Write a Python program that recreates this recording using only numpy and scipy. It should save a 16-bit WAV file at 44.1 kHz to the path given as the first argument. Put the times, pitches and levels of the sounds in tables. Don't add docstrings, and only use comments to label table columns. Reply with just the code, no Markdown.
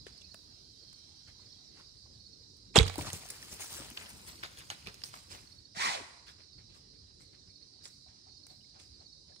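import sys
import numpy as np
from scipy import signal
from scipy.fft import rfft, irfft, next_fast_len
from scipy.io import wavfile
from scipy.ndimage import uniform_filter1d, map_coordinates

SR = 44100
rng = np.random.default_rng(int(sys.argv[2]) if len(sys.argv) > 2 else 0)


def unload_wav(signal):
    wavfile.write(
        sys.argv[1],
        SR,
        np.round(np.clip(np.atleast_2d(signal).T, -1, 1) * 32767).astype(np.int16),
    )


def ratio(d):
    e = np.asarray(d, float) / 20
    return 10 ** e


N = 414540


def evened(x):
    return x / np.sqrt(np.mean(x ** 2) + 1e-20)


def read(points, hz):
    f, value = np.transpose(points)
    return np.interp(np.log(hz + 1), np.log(f + 1), value)


def column(rows, index):
    return np.interp(np.arange(N) / SR, np.array(rows)[:, 0], np.array(rows)[:, index])


def add(mix, s, sound):
    part = mix[..., round(s * SR):][..., :sound.shape[-1]]
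    part += sound[..., :part.shape[-1]]


def sides(pan_db):
    return ratio(np.array([.5 * pan_db, -.5 * pan_db]))


def colour(x, gain_db):
    size = next_fast_len(N)
    return irfft(rfft(x, size) * ratio(gain_db(np.fft.rfftfreq(size, 1 / SR))), size)[..., :N]


def resonate(x, hz, width):
    turn = np.exp(2j * np.pi * np.cumsum(hz * np.ones(x.shape[-1])) / SR)
    r = np.exp(-np.pi * width / SR)
    return 2 * (turn * signal.lfilter([1 - r], [1, -r], x / turn)).real


def ring(t, hz, t60):
    return np.sin(2 * np.pi * hz * t) * ratio(-60 * t / max(t60, .003))


def crackle(per_s, spread_db, hiss, alike):
    luck = rng.random((3, N)) * SR / per_s
    air = rng.standard_normal((3, N))
    clicks = np.zeros((3, N))
    clicks[luck < 1] = ratio(spread_db * np.minimum(-np.log(luck[luck < 1] + 1e-9), 5))
    x = evened(clicks * np.sign(air[:, ::-1])) + hiss * air
    alike = np.clip(alike, 0, 1)
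    return evened(np.sqrt(alike) * x[0] + np.sqrt(1 - alike) * x[1:])


def patchy(x, depth_db):
    z = signal.stft(x, nperseg=256)[2]
    field = uniform_filter1d(uniform_filter1d(rng.standard_normal(z.shape[1:]), 4, 0), 8, 1)
    return evened(signal.istft(z * ratio(depth_db * evened(field)), nperseg=256)[1][:, :N])


# (time [s], peak [dB], pitch [Hz], t60 [s])
SLAPS = [(2.741, -45, 4240, 0.09), (2.747, -38, 2480, .05), (2.7516, -28.5, 1260, .05),
         (2.7567, -11.5, 4060, 0.034), (2.76, -12, 2800, 0.027), (2.764, -6.5, 1180, .02),
         (2.769, -10.5, 3330, .02), (2.774, -10.5, 5100, 0.022), (2.778, -11, 5000, 0.024),
         (2.7872, -8, 3930, 0.02), (2.795, -21.5, 2200, .03), (2.798, -21, 2280, .04),
         (2.806, -19, 3420, .04), (2.817, -25.5, 3400, 0.032), (2.829, -25, 3430, 0.046)]
# (time [s], level [dB], pitch [Hz], t60 [s],
# sign of first swing)
THUMPS = [(2.76, -15, 466, 0.051, -1), (2.764, -22, 840, .04, 1), (2.759, -17.5, 640, 0.054, 1),
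          (2.762, -26, 336, .09, 1), (2.78, -12.5, 126.8, 0.021, -1), (2.781, -21.5, 67, 0.05, 1),
          (2.797, -22.5, 449, 0.1, 1), (2.835, -36.5, 455, .08, 1), (2.804, -21, 51, 0.082, -1),
          (2.812, -14, 64, 0.067, 1), (2.831, -29, 92.4, 0.37, 1), (2.8, -46, 2400, 0.29, 1),
          (5.771, -41.5, 185, 0.045, 1), (2.7828, -12.5, 140, .03, 1), (2.8135, -22, 94, 0.068, 1)]
# (frequency [Hz], density [dB per Hz])
RATTLE = [(180, -39.5), (300, -4.5), (574, -12), (842, -4.5), (1810, -11.5), (2500, -9), (3400, -10),
          (4300, -14.5), (6200, -16), (8800, -17.5), (11000, -28.5), (16000, -30)]


def bow():
    shake, out = np.zeros((2, 2, N))
    t = np.arange(round(.5 * SR)) / SR
    pan_db = -7
    for s, db, hz, t60 in SLAPS:
        slap = ring(t, hz, t60 * 0.75) * (1 - np.exp(-t / .0004))
        add(out, s, ratio(db - 10.5) * np.outer(sides(pan_db), slap))
        jolt = ratio(db - 9.0 - 60 * t / max(t60, .005)) * (1 - np.exp(-t / 0.00069))
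        add(shake, s, np.outer(sides(pan_db), jolt) ** 2)
    for s, db, hz, t60, sign in THUMPS:
        thump = np.sign(sign) * ratio(db) * ring(t, hz, t60)
        left, right = np.outer(sides(-6. if hz < 200 else -1.), thump)
        add(out[0], s + 0.00048, left)
        add(out[1], s, right)
    loose = crackle(per_s=3100, spread_db=0.0, hiss=0.57, alike=0.72)
    loose = colour(loose, lambda hz: read(RATTLE, hz))
    return out + np.sqrt(shake) * patchy(loose, depth_db=3.0)


# (time [s], peak [dB], treble [dB], thud [dB], t60 [s])
BOUNDS = [(2.86, -35.5, 0, -30.5, 0.097), (2.982, -39.5, 9, -32.5, 0.12), (3.01, -38.5, 2, -32.5, 0.15),
          (3.051, -36.5, 1.5, -37, 0.2), (3.065, -34, -9, -38, 0.083), (3.132, -43.5, 13.5, -37.5, 0.14),
          (3.302, -37.5, 10.5, -53, 0.041), (3.516, -43, 9.5, -44, 0.14), (3.603, -39, 8.5, -67, 0.25),
          (3.71, -39.5, 7, -69, 0.37), (3.789, -43.5, 2, -46, 0.36), (3.972, -41, -4, -52, 0.34),
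          (4.09, -47, 9.5, -65, 0.092), (4.269, -44.5, 4.5, -52, 0.21), (4.432, -33, -12, -43, 0.1),
          (4.578, -41.5, 1.5, -52, 0.16), (4.708, -35, -2, -58, 0.086), (4.865, -39, -8, -41, 0.13),
          (5.042, -45.5, 9, -63, 0.17), (5.137, -45, 3, -72, 0.23), (5.309, -40.5, 2.5, -44, 0.23)]
# (time [s], peak [dB], treble [dB], t60 [s])
SHUFFLES = [
    (0.066, -44.5, -2, 0.091),
    (0.211, -64, 19, 0.035),
    (0.814, -69, -2, 0.22),
    (1.276, -48.5, -4, 0.1),
    (1.396, -61.5, -1, 0.48),
    (1.756, -55, -5, 0.2),
    (1.786, -53, -2, 0.15),
    (2.053, -73.5, -25, 0.34),
]
# (time [s], peak [dB], treble [dB])
WALK = [(6.272, -46, -1.5), (6.386, -52, -11), (6.581, -55.5, -10), (6.7, -58.5, -9), (6.745, -54, 3),
        (6.935, -61.5, -9), (7.204, -57, 8), (7.33, -60, -9), (7.472, -65.5, -9.5), (7.613, -62, -16),
        (7.81, -62, -12), (7.841, -48, 10.5), (8.08, -60, -13.5), (8.28, -65, -13), (8.499, -58, 5.5),
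        (8.75, -58, -14.5), (8.795, -52, 5.5), (9.01, -62.5, -13.5), (9.281, -63, -22)]
# (time [s], level [dB])
RUSTLE = [
    (2.76, -75),
    (2.94, -61),
    (3.15, -57),
    (5.23, -69.5),
    (5.46, -71),
    (5.7, -83.5),
]
# (frequency [Hz], density [dB per Hz])
LEAVES = [(180, -35.5), (330, -7.5), (530, -6), (1000, -3), (2200, -3.5), (3400, -1.5), (9000, -4),
          (16000, -4)]
# (frequency [Hz], density [dB per Hz])
SOIL = [(21, -39.5), (35, -4), (91, 5), (226, -9), (351, -11), (600, -14.5), (780, -47.5), (1320, -120)]
# (time [s], lag of left port [samples], gain above 10 kHz [dB], left-right
# [dB])
LAG = [
    (0, 5, -9, 1),
    (2.9, 5.24, 3, 2.5),
    (3.9, 5.26, 6, 4.5),
    (4.4, 13.1, 3.5, 4.5),
    (5, 14, 1, 2),
    (5.7, 21.5, 0, 1.5),
    (9.4, 23, -20, 1.5),
]


def leaves():
    walk_t60, walk_thud_db, shuffle_thud_db = 0.16, -54, -53.5
    body, treble, thud = np.zeros((3, 2, N))
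    t = np.arange(round(.4 * SR)) / SR
    steps = BOUNDS + [(s, db, treble_db, shuffle_thud_db, t60) for s, db, treble_db, t60 in SHUFFLES]
    steps += [(*step, walk_thud_db, walk_t60) for step in WALK]
    pan_db = column(LAG, 3)
    for s, db, treble_db, thud_db, t60 in steps:
        rise = (1 - np.exp(-t / (0.11 * t60 + 0.00062))) ** 2
        decay = ratio(db + 2.5 - 60 * t / max(t60, .01))
        crush = np.outer(sides(pan_db[round(s * SR)]), decay * rise)
        s -= 0.076 * t60
        add(body, s, crush ** 2)
        add(treble, s, (crush * ratio(treble_db)) ** 2)
        add(thud, s, (crush * ratio(thud_db - db + 0.5)) ** 2)
    flight = np.zeros(N)
    add(flight, RUSTLE[0][0], signal.windows.tukey(round((RUSTLE[-1][0] - RUSTLE[0][0]) * SR), .08))
    bed = flight * ratio(column(RUSTLE, 1)) * sides(pan_db)
    body += bed ** 2
    treble += (bed * ratio(5.5)) ** 2
    thud += (bed * ratio(-9.5)) ** 2

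    def split(hz):
        return np.clip(30 * np.log2(hz / 5200 + 1e-3), -60, 60)

    grains = patchy(crackle(per_s=2000, spread_db=3.8, hiss=.45, alike=.5), depth_db=2.5)
    large = colour(grains, lambda hz: read(LEAVES, hz) - np.maximum(split(hz), 0))
    grains = patchy(crackle(per_s=1700, spread_db=3.5, hiss=0.25, alike=0.46), depth_db=3.0)
    small = colour(grains, lambda hz: read(LEAVES, hz) + np.minimum(split(hz), 0))
    grains = crackle(per_s=540, spread_db=2.0, hiss=0.24, alike=.9)
    soil = colour(grains, lambda hz: read(SOIL, hz))
    out = np.sqrt(body) * evened(large) * ratio(1.5)
    out += np.sqrt(treble) * evened(small)
    return out + np.sqrt(thud) * evened(soil)


# (time [s], blow [dB])
SNORT = [
    (5.742, -62.5),
    (5.765, -45),
    (5.79, -40),
    (5.81, -35),
    (5.86, -32),
    (5.9, -36),
    (5.95, -38.5),
    (6.0, -52.5),
    (6.06, -75),
]
# (frequency [Hz], density [dB per Hz])
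NOSE = [(150, -16.5), (500, -14), (900, -3), (1500, -1), (2800, -4), (4000, -4.5), (5100, -4), (6000, -8.5),
        (9000, -14.5), (16000, -24.5)]
# (pitch [Hz], width [Hz], level [dB])
WHISTLE = [(1960, 340, 0), (2280, 420, -3.5)]
# (time [s], resonance [Hz], level [dB])
THROAT = [
    (5.76, 676, -13),
    (5.79, 870, -6.5),
    (5.83, 1100, -10),
    (5.875, 1060, -6.5),
    (5.905, 820, -5.5),
    (5.95, 750, -6.5),
    (5.98, 570, -3),
    (6.02, 300, -6),
]


def snort():
    on = np.zeros(N)
    add(on, SNORT[0][0], signal.windows.tukey(round((SNORT[-1][0] - SNORT[0][0]) * SR), .06))
    air = crackle(per_s=3000, spread_db=-2.5, hiss=1.6, alike=0.68)
    wide = crackle(per_s=3000, spread_db=3.0, hiss=1.6, alike=0.085)
    hiss = colour(air, lambda hz: read(NOSE, hz) - 40 * (hz > 5500))
    hiss = hiss + colour(wide, lambda hz: read(NOSE, hz) - 40 * (hz <= 5500))
    whistle = sum(ratio(db) * resonate(resonate(air, hz, width), hz, width) for hz, width, db in WHISTLE)
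    throat_hz = column(THROAT, 1)
    ridge = resonate(resonate(air, throat_hz, 220), throat_hz, 220)
    blow_db = column(SNORT, 1)
    relaxing_s = np.clip(np.arange(N) / SR - 5.895, 0, 1)
    whistle_db = -6 + .5 * (blow_db - blow_db.max()) - 400 * relaxing_s
    voice = patchy(hiss, depth_db=2.0) + ratio(whistle_db) * evened(whistle)
    voice = voice + ratio(column(THROAT, 2)) * evened(ridge)
    return on * ratio(blow_db) * voice


# (time [s], peak [dB], pitch [Hz], tick treble [dB])
TWIGS = [(0.067, -42, 1800, -54), (0.178, -59, 3930, -58), (0.344, -38.5, 666, -44), (0.93, -57, 1500, -54),
         (2.569, -69, 3870, -63.5), (2.865, -36, 1159, -55), (2.879, -30, 3040, -46),
         (2.898, -31, 783, -54.5), (2.941, -37, 2500, -51.5), (2.957, -47, 689, -45),
         (2.981, -41, 897.6, -40), (3.011, -32.5, 740, -46.5), (3.102, -33.5, 1970, -47.5),
         (3.132, -39, 3400, -37), (3.289, -47, 4000, -46), (3.428, -41.5, 1830, -61),
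         (3.902, -58, 3050, -46.5), (3.972, -36, 3200, -56), (4.434, -36, 2280, -52),
         (4.702, -28, 2950, -57), (4.871, -32.5, 2410, -49), (4.943, -42, 5470, -50.5),
         (5.018, -41.5, 2720, -64), (5.037, -33, 4660, -49), (5.14, -39, 2130, -57),
         (7.855, -39, 4550, -47), (8.467, -50, 2292, -47.5), (8.799, -49, 3750, -55),
         (9.362, -50, 4030, -67)]
# (time [s], peak [dB], pitch
# [Hz])
KNOCKS = [(1.79, -47.5, 1140), (2.055, -56, 726), (2.98, -35, 550), (3.068, -36, 910), (4.698, -43, 734),
          (6.275, -57.5, 2190), (6.58, -63.5, 2200), (6.75, -60, 1096), (7.2, -64, 2260),
          (7.485, -68, 2255), (8.055, -56, 720), (8.1, -63, 790), (8.262, -54, 802), (8.495, -54, 724),
          (8.75, -53.5, 762), (8.999, -56, 770), (9.292, -56, 630)]


def twigs():
    out, cracks, ticks = np.zeros((3, 2, N))
    t = np.arange(round(.12 * SR)) / SR
    pan_db, t60, knock_pan_db = -3.5, 0.026, 7.5
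    for s, db, hz, tick_db in TWIGS:
        modes = ring(t, hz, t60) + ratio(-8) * ring(t, 2.2 * hz, t60)
        add(out, s, ratio(db - 10) * np.outer(sides(pan_db), modes))
        add(cracks, s, ratio(db - 7) * np.outer(sides(pan_db + 3), ratio(-60 * t / (.65 * t60))))
        add(ticks, s, ratio(tick_db + 9.5) * np.outer(sides(pan_db + 7.0), ratio(-60 * t / (.5 * t60))))
    for (s, db, hz), grit in zip(KNOCKS, rng.standard_normal((len(KNOCKS), len(t)))):
        hollow = evened(resonate(resonate(grit, hz, 380. if s < 4 else 200.), hz, 380.))
        knock_t60 = 0.059 + 0.012 * (s - BOUNDS[0][0])
        rise_s = 0.008 + 0.0063 * max(s - SNORT[-1][0], 0)
        knock = ratio(db - 60 * t / knock_t60) * hollow * (1 - np.exp(-t / rise_s))
        add(out, s, np.outer(sides(knock_pan_db), knock))
    splinters = crackle(per_s=9000, spread_db=4.0, hiss=1.4, alike=0.11)
    band = signal.butter(2, [700, 6000], "band", fs=SR, output="sos")
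    wood = evened(signal.sosfilt(band, splinters))
    table = np.array(TWIGS)
    latest = np.searchsorted(table[:, 0], np.arange(N) / SR, "right") - 1
    pitch = table[np.maximum(latest, 0), 2]
    toned = .5 * wood + .85 * evened(resonate(splinters, pitch, 1500.))
    bright = evened(np.diff(splinters - wood * np.std(splinters) / 2, prepend=0))
    return out + cracks * toned + ticks * bright


# (time [s], peak [dB], pitch [Hz], t60 [s])
TICKS = [(2.7575, -20, 7560, 0.0079), (2.7692, -16, 6330, 0.0099), (2.7694, -18.5, 8320, 0.013),
         (2.7775, -19, 7400, 0.0096), (2.7695, -20.5, 3307, 0.11), (2.764, -21.5, 1690, .05),
         (2.777, -23, 4760, 0.044), (2.7698, -27.5, 10200, 0.0058), (2.792, -22, 2097, .025),
         (2.797, -21, 2190, .04), (2.762, -21, 792, 0.13), (2.788, -24, 6310, 0.01),
         (2.7878, -7.5, 3788, 0.012), (2.829, -30.5, 6730, 0.0091), (2.852, -36, 4300, 0.02),
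         (2.8587, -31.5, 1171, 0.021), (2.866, -37.5, 6990, 0.008), (2.87, -35, 2928, .012),
         (2.8806, -31.5, 4820, 0.023), (2.881, -33.5, 7200, 0.012), (2.896, -33.5, 3900, 0.0091),
         (2.898, -39.5, 7000, .008), (2.903, -49, 2260, .2), (2.9565, -36.5, 4650, 0.012),
         (2.958, -36, 765, 0.026), (2.985, -40, 4387, 0.036)]
# (time [s], peak [dB], pitch [Hz], t60 [s])
PINGS = [(.813, -62, 1500, 0.018), (1.395, -56, 1000, 0.024), (2.982, -33.5, 296, 0.078),
         (2.99, -38.5, 955, 0.036), (2.996, -31, 93, 0.09), (3.009, -34, 2900, .01),
         (3.025, -39, 2600, .01), (3.051, -39.5, 646, 0.031), (3.062, -40, 125, 0.074),
         (3.082, -35, 150, 0.046), (3.131, -41, 472, 0.03), (3.1311, -30, 6620, .015),
         (3.2543, -48.5, 730, .03), (3.2882, -39, 5510, 0.0091), (3.4269, -45, 1870, 0.0078),
         (3.4269, -36.5, 5600, 0.0087), (3.52, -47, 6300, .06), (3.6075, -47, 7450, .06),
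         (3.6195, -41, 2180, 0.057), (3.709, -52, 903, 0.033), (3.78, -40, 7600, 0.036),
         (3.788, -45.5, 542, .06), (3.8, -46, 260, 0.072), (3.915, -47.5, 237, .06),
         (3.9008, -44, 5190, .008), (3.9732, -38, 4460, 0.028), (3.974, -30.5, 2990, 0.028),
         (4.3553, -46, 4510, 0.017), (4.4341, -42, 2900, .02), (4.436, -30, 1500, 0.013),
         (4.5733, -40.5, 3330, 0.0086), (4.5853, -43, 4200, .02), (4.597, -48, 2620, 0.01),
         (4.701, -30, 6510, 0.023), (4.706, -41, 4170, 0.094), (4.708, -42, 1460, 0.094),
         (4.7479, -45, 3910, .025), (4.8711, -41, 2630, 0.059), (4.872, -44.5, 185, 0.063),
         (4.943, -44, 5790, .008), (5.0377, -30, 4940, 0.028), (5.139, -40.5, 1152, 0.038),
         (5.3171, -50, 7900, .02), (5.3211, -42, 4890, 0.043), (5.772, -46.5, 5000, 0.029),
         (6.008, -48, 290, 0.077), (6.054, -52, 2110, .015), (6.2809, -50, 4120, 0.016),
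         (7.8409, -44, 4810, .015), (7.8548, -37.5, 5290, 0.014), (8.607, -62, 2950, 0.021),
         (8.6969, -49.5, 4860, .01),
         (.066, -43, 400, .03), (.343, -50, 450, 0.025), (2.981, -43, 10800, .006),
          (3.066, -37, 6500, 0.0092), (3.132, -35, 9000, .008), (3.2546, -47, 8270, .008),
          (3.288, -42, 10500, .005), (3.305, -31, 10100, 0.011), (3.6048, -45, 8850, .01),
          (3.709, -44, 9630, .01), (3.9006, -42, 9900, .006), (4.876, -47, 420, .04), (4.9, -51, 450, .03),
          (8.645, -67, 2206, .04), (6.274, -50, 175, .08), (5.803, -47, 130, .05), (9.32, -64, 1720, .06)]


def pings(rows, pan_db, late_s):
    out = np.zeros((2, N))
    t = np.arange(round(.2 * SR)) / SR
    for (s, db, hz, t60), apart in zip(rows, rng.uniform(.94, 1.2, (len(rows), 2))):
        pair = np.array([ring(t, hz, t60) + .5 * ring(t, hz * a, t60) for a in apart])
        rough = uniform_filter1d(rng.standard_normal(pair.shape), size=max(round(3 * SR / hz), 2), axis=1)
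        grit = 1 + 0.49 * evened(rough)
        left, right = ratio(db - 3.0) * sides(pan_db)[:, None] * pair * grit * (1 - np.exp(-t * hz * 2))
        add(out[0], s + late_s, left)
        add(out[1], s, right)
    return out


def bearing(x):
    top = signal.sosfiltfilt(signal.butter(4, 10200, "high", fs=SR, output="sos"), x)
    x = x + (ratio(column(LAG, 2)) - 1) * top
    late = map_coordinates(x[0], [np.arange(N) - column(LAG, 1)], order=3)
    return np.array([late, x[1]])


# (frequency [Hz], t60 [s])
TREES = [(100, 0.23), (1000, 0.85), (4000, 0.66), (9000, 0.88), (13000, 0.59)]


def trees(x):
    taps = np.zeros((2, SR))
    at = np.arange(400, SR - 20, 20) + rng.integers(0, 20, (2, (SR - 401) // 20))
    np.put_along_axis(taps, at, rng.choice([-1., 1.], at.shape), 1)
    hz, t, z = signal.stft(taps, SR, nperseg=256)
    tail = signal.istft(z * ratio(-60 * t / read(TREES, hz)[:, None]), SR, nperseg=256)[1]
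    return signal.fftconvolve(x, tail / np.linalg.norm(tail[0]), axes=1)[:, :N]


# (first pulse [s], last pulse [s], pulses [count])
SONGS = [(.1261, .3147, 4), (.829, .942, 3), (1.416, 1.5888, 4), (2.154, 2.332, 4), (4.28, 4.455, 4),
         (5.472, 5.653, 4), (6.5315, 6.5844, 2), (7.5035, 7.6261, 3), (8.32, 8.5018, 4), (8.955, 9.1277, 4)]
# (pitch [Hz], level [dB])
CHORUS = [(4120, -71), (4680, -68), (4880, -65), (5100, -67)]


def crickets():
    slowing, chirp_db, swell_db = 1.16, -57.5, 3.5
    out = np.zeros((2, N))
    t = np.arange(round(0.021 * SR)) / SR
    pulse = np.sin(2 * np.pi * (4530 * t - 6500 * t ** 2)) * np.hanning(len(t))
    for first, last, count in SONGS:
        for along in np.linspace(1, 0, count):
            s = first + (last - first) * along ** slowing - .007
            db = chirp_db + 1.1 * rng.standard_normal() - swell_db * (-0.5 - along)
            add(out, s, ratio(db) * np.outer(sides(-0.5), pulse))
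    t = np.arange(round(0.035 * SR)) / SR
    for hz, db in CHORUS:
        trill = np.sin(2 * np.pi * (hz - 40) * t + 2 * np.pi * 600 * t ** 2) * np.hanning(len(t))
        starts = (rng.random((2, N)) < 9. / SR) * ratio(1.4 * rng.standard_normal((2, N)))
        out += ratio(db) * signal.oaconvolve(starts + 1.0 * starts[::-1], trill[None])[:, :N]
    return out


# (time [s], pitch [Hz], level [dB])
PEEP = [
    (9.3, 8250, -88),
    (9.345, 9250, -84),
    (9.365, 9560, -73),
    (9.4, 9550, -84),
]
# (time [s], length [s], pitch from [Hz], pitch to [Hz], level [dB])
NOTES = [
    (.208, .02, 2750, 2750, -62),
    (.208, .02, 3450, 3450, -61),
    (.2, .09, 2300, 2700, -72),
    (1.42, .22, 3450, 3200, -73),
    (.1, 1.7, 3250, 3150, -75),
    (8.6, .03, 3000, 2900, -71),
]


def bird():
    on = np.arange(N) > PEEP[0][0] * SR
    peep = np.sin(2 * np.pi * np.cumsum(column(PEEP, 1)) / SR)
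    out = on * ratio(column(PEEP, 2)) * peep * sides(5.5)[:, None]
    fuzz = rng.standard_normal((len(NOTES), 2, 2 * SR))
    for (s, length, from_hz, to_hz, db), air in zip(NOTES, fuzz):
        count = round(length * SR)
        note = evened(resonate(air[:, :count], np.linspace(from_hz, to_hz, count), 60.))
        add(out, s, ratio(db) * np.hanning(count) * note)
    return out


# (frequency [Hz], density [dB per Hz])
WOODS = [(25, -13.5), (80, -0.5), (105, -2.5), (140, -9.5), (300, -12.5), (600, -25), (2500, -34),
         (3500, -25), (3950, -10.5), (5400, -12), (5900, -18.5), (6850, -26.5), (7200, -30), (9800, -32),
         (10600, -39.5)]
# (time [s], insects [dB], far hum [dB])
SWELL = [
    (0, -57.5, -62.5),
    (.9, -57, -66),
    (2.1, -57.5, -65),
    (3.9, -62, -60),
    (6.4, -59.5, -67),
    (7, -60, -63.5),
    (8, -59, -67.5),
    (9.4, -59, -66.5),
]
# (frequency [Hz], likeness [0 to 1])
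SAME = [(60, 0.79), (200, .8), (400, 0.4), (1500, 0.44), (3000, 0.18), (15000, 0.12)]


def woods():
    frames, hz = N // 256 + 5, np.fft.rfftfreq(1024, 1 / SR)
    t = np.arange(frames) * 256 / SR
    a, b, c, d, patches = rng.standard_normal((frames, 513, 5)).T
    patches = evened(uniform_filter1d(uniform_filter1d(patches, 6, 0), 10, 1))
    s, *levels = np.transpose(SWELL)
    insects, hum = (np.interp(t, s, v - v.mean()) for v in levels)
    stir = -.5 * 4 * np.tanh(5 * (t - 2.1))
    stir += 1.8 * evened(uniform_filter1d(rng.standard_normal(frames), size=20))
    treble = 16 * np.linspace(.5, -.5, frames)
    swell_db = np.array([hum, stir, insects, treble])[np.digitize(hz, [600, 3600, 10200])]
    same = np.clip(read(SAME, hz), 0, 1)[:, None]
    lag = np.where(hz > 250, 18., 3.)
    late = np.exp(-2j * np.pi * hz * lag / SR)[:, None]
    shared, own = a + 1j * b, c + 1j * d
    z = np.array([late * shared, same * shared + np.sqrt(1 - same ** 2) * own])
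    z *= ratio(read(WOODS, hz)[:, None] + 2.3 * patches + swell_db)
    return ratio(-59) * evened(signal.istft(z, nperseg=1024, noverlap=768)[1][:, :N])


def scene():
    shot = bow() + pings(TICKS, pan_db=-5.5, late_s=.0003)
    ground = leaves() + twigs()
    small = pings(PINGS, pan_db=2.0, late_s=0)
    nose = snort()
    echo = trees(ratio(-20.5) * shot + ratio(-12.5) * ground + ratio(-16) * small + ratio(-11) * nose)
    return shot + bearing(ground + small + nose) + echo + woods() + crickets() + bird()


def band_limit(x):
    return signal.sosfilt(signal.butter(12, 16100, fs=SR, output="sos"), x)


# (frequency [Hz], gain [dB])
TOP = [(20, -32.5), (48, 0.5), (8500, 2), (10500, -3), (12200, -8.5), (12900, -20), (13700, -8),
       (15600, -7), (16100, -38)]
# (frequency [Hz], left-right [dB])
PORTS = [(60, -3), (200, 1.5), (380, 5.0), (700, 1.0), (2380, 1), (4400, -13), (8120, 1), (15000, -1)]


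def record(dry):
    left = colour(dry[0], lambda hz: read(TOP, hz) + 0.63 * read(PORTS, hz))
    right = colour(dry[1], lambda hz: read(TOP, hz) - 0.26 * read(PORTS, hz))
    return band_limit(np.array([left, right]))


dry = scene()
out = record(dry)
unload_wav(out)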